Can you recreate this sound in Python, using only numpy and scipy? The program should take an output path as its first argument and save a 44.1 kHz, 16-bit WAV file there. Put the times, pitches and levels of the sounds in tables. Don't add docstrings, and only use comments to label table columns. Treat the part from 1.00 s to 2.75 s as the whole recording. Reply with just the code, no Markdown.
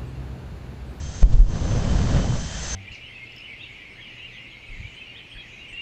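import sys
import numpy as np
from scipy import signal
from scipy.fft import rfft, irfft, next_fast_len
from scipy.io import wavfile
from scipy.ndimage import minimum_filter1d, map_coordinates

SR = 44100
rng = np.random.default_rng(int(sys.argv[2]) if len(sys.argv) > 2 else 0)


def unload_audio(sound):
    columns = np.transpose(np.atleast_2d(sound))
    steps = np.round(np.clip(columns, -1, 1) * 32767)
    wavfile.write(sys.argv[1], SR, steps.astype(np.int16))


N = 77175


def amp(db):
    return 10 ** (np.asarray(db) / 20)


def unit(x):
    return x / np.sqrt(np.mean(x ** 2) + 1e-20)


def curve(rows):
    return np.interp(np.arange(N) / SR, *np.transpose(rows))


def wobble(rate_hz):
    knots = rng.standard_normal(2048)
    return map_coordinates(knots, [np.arange(N) * rate_hz / SR], mode="wrap")


def filtered(x, response):
    size = next_fast_len(N + SR // 2)
    hz = np.fft.rfftfreq(size, 1 / SR)
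    return irfft(rfft(x, size) * response(hz), size)[:N]


def coloured(x, colour):
    frequency_hz, gain_db = np.transpose(colour)
    return filtered(x, lambda hz: amp(np.interp(np.log(hz + 1), np.log(frequency_hz + 1), gain_db)))


def noise(colour):
    return unit(coloured(rng.standard_normal(N), colour))


def since(start_s):
    return np.maximum(np.arange(N) / SR - start_s, 0)


def turbine():
    # time_s, level_db
    hiss_levels = [(0, -42), (.22, -39), (.45, -42.5), (.75, -39.5), (1.12, -35.5), (1.3, -37),
                   (1.45, -34.5), (1.6, -32), (1.75, -29.5)]
    rumble_levels = [(0, -27.5), (.14, -37), (.7, -33), (1.4, -28.5), (1.55, -32.5), (1.75, -30)]
    # frequency_hz, gain_db
    hiss_colour = [(100, 1.5), (170, 7.5), (250, -0.5), (400, -2), (600, 1.5), (900, -2.5), (1300, -3.5),
                   (1700, 1), (2200, -6), (3300, -3.5), (4500, -4.5), (6300, -1.5), (7300, -4.5),
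                   (8200, -5)]
    rumble_colour = [(15, -7), (35, -7), (65, 2), (110, -12.5), (170, -12), (260, -27.5), (500, -39.5),
                     (1500, -63)]
    hiss = noise(hiss_colour) * amp(curve(hiss_levels) + 0.3 * wobble(rate_hz=33))
    rumble = noise(rumble_colour) * amp(curve(rumble_levels))
    return hiss + rumble


def whine():
    # time_s, pitch_hz
    spool = [(0, 6352), (.22, 6392), (.5, 6272), (.8, 6188), (1.05, 6158), (1.25, 6134), (1.34, 6168),
             (1.5, 6255), (1.75, 6338)]
    # time_s, level_db
    upper_levels = [(0, -52.5), (.14, -46.5), (0.219, -48.5), (.27, -58), (.44, -60.5), (.52, -51.5),
                    (.79, -45), (.87, -71), (1.0, -54), (1.12, -53), (1.28, -47.5), (1.31, -52),
                    (1.36, -47.5), (1.459, -42.5), (1.56, -51), (1.63, -41), (1.75, -33)]
    lower_levels = [(0, -57.5), (0.221, -56.5), (.5, -63), (.95, -49.5), (1.03, -56), (1.13, -47),
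                    (1.27, -48), (1.35, -54.5), (1.47, -51), (1.51, -42), (1.57, -47), (1.65, -61),
                    (1.75, -48)]
    jitter_hz, sideband_db, flutter_db = 7.1, -14.5, 2.5
    pitch_hz = curve(spool) + jitter_hz * wobble(rate_hz=60)
    phase = 2 * np.pi * np.cumsum(pitch_hz) / SR
    out = np.zeros(N)
    for multiple, levels in ((0.99, upper_levels), (.5, lower_levels)):
        sidebands = amp(sideband_db) * (wobble(rate_hz=160.2) + 1j * wobble(rate_hz=160.2))
        tone = np.real((1 + sidebands) * np.exp(1j * multiple * phase))
        flutter = amp(flutter_db * wobble(rate_hz=34.94))
        out += unit(tone * flutter) * amp(curve(levels))
    return out


def sputter():
    # time_s, level_db
    levels = [(.22, -73), (.25, -16.5), (.28, -18), (.33, -18.5), (.39, -20), (.46, -24.5), (.51, -27.5),
              (.62, -47.5), (.8, -60)]
    # frequency_hz, gain_db
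    colour = [(20, -3.5), (70, 6.5), (130, 6.5), (200, -8), (320, -12), (600, -22.5), (1500, -43.5),
              (4000, -70.5)]
    return noise(colour) * amp(curve(levels))


def flame():
    # time_s, level_db
    levels = [(.22, -34.5), (.26, -21.5), (.45, -30), (.55, -24.5), (.66, -21.5), (.9, -19.5), (1.08, -20),
              (1.16, -16.5), (1.27, -23), (1.34, -22), (1.43, -31.5), (1.52, -43), (1.75, -61)]
    # frequency_hz, gain_db
    colour = [(15, 0), (30, 4), (70, 1.5), (105, 2), (150, 0), (220, -7.5), (300, -14.5), (380, -17.5),
              (580, -16.5), (850, -23), (1200, -26.5), (2200, -34.5), (4500, -37), (8000, -52.5)]
    crossover_hz, surge_depth = 400, .25
    roar = noise(colour)
    low = filtered(roar, lambda hz: 1 / (1 + (hz / crossover_hz) ** 6))
    high = roar - low
    surge = unit(np.exp(surge_depth * unit(low)))
    return (low + high * surge) * amp(curve(levels))


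def cracks():
    # start_s, level_db, rise_s, t60_s
    bursts = [(0.2207, -36.5, 0.0011, .05), (0.2298, -25.5, 0.00025, 0.011), (0.319, -24.5, 0.013, 0.088)]
    # frequency_hz, gain_db
    colour = [(60, 1), (300, 7.5), (600, 5.5), (930, 2), (1300, -2.5), (1900, -9), (4000, -3.5),
              (8000, -11)]
    envelope = np.zeros(N)
    for start_s, level_db, rise_s, t60_s in bursts:
        age_s = since(start_s)
        envelope += amp(level_db - 60 * age_s / t60_s) * (1 - np.exp(-age_s / rise_s))
    return envelope * noise(colour)


def shock_front(arrival_s):
    rise_s, decay_s = .0005, .0011
    age_s = since(arrival_s)
    return np.exp(-age_s / decay_s) * (1 - np.exp(-age_s / rise_s))


def shock():
    arrival_s, gain_db = .2286, -4.5
    ground_delay_s, ground_gain_db = .0016, 1.5
    direct = shock_front(arrival_s)
    reflected = amp(ground_gain_db) * shock_front(arrival_s + ground_delay_s)
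    return -amp(gain_db) * (direct + reflected)


def booms():
    # start_s, envelope_peak_db, pitch_hz, rise_cycles, polarity (push +1, pull -1)
    ignitions = [ (.2225, -10, 72, .3, -1), (.2284, 8, 42, .5, -1), (0.283, -3, 16, 0.086, 1),
                 (0.3394, 3.5, 28, 0.16, 1), (0.3733, 5, 35, 1.3, 1), (0.471, -10.5, 14.5, 0.1, 1)]
    damping_nepers_per_cycle = 3.32
    out = np.zeros(N)
    for start_s, envelope_peak_db, pitch_hz, rise_cycles, polarity in ignitions:
        cycles = since(start_s) * pitch_hz
        progress = cycles / rise_cycles
        envelope = (progress * np.exp(1 - progress)) ** (damping_nepers_per_cycle * rise_cycles)
        out += polarity * amp(envelope_peak_db) * envelope * np.sin(2 * np.pi * cycles)
    return out


def scene():
    return (turbine() + whine() + flame() + sputter() + booms() + shock() + cracks())[None]


def limiter(x):
    threshold_db, attack_s, hold_s, release_db_per_s = -4.5, .0025, 0.033, 107.5
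    over_db = np.maximum(20 * np.log10(np.abs(x) + 1e-9) - threshold_db, 0)
    half_hold = int(hold_s * SR / 2)
    held_db = -minimum_filter1d(-over_db, 2 * half_hold + 1, origin=half_hold)
    release_db = release_db_per_s * since(0)
    duck_db = np.maximum.accumulate(held_db + release_db) - release_db
    pole = np.exp(-1 / (attack_s * SR))
    smoothed_db = signal.lfilter([1 - pole], [1, -pole], duck_db)
    return x * amp(-smoothed_db)


def record(dry):
    # frequency_hz, gain_db
    microphone = [(6800, -0.5), (7600, -1), (8200, -8), (8700, -23), (9000, -34.5)]
    ceiling, cutoff_hz = .705, 9000
    limited = limiter(coloured(dry[0], microphone))
    saturated = np.clip(limited, -ceiling, ceiling)
    return filtered(saturated, lambda hz: hz < cutoff_hz)[None]


dry = scene()
out = record(dry)
unload_audio(out)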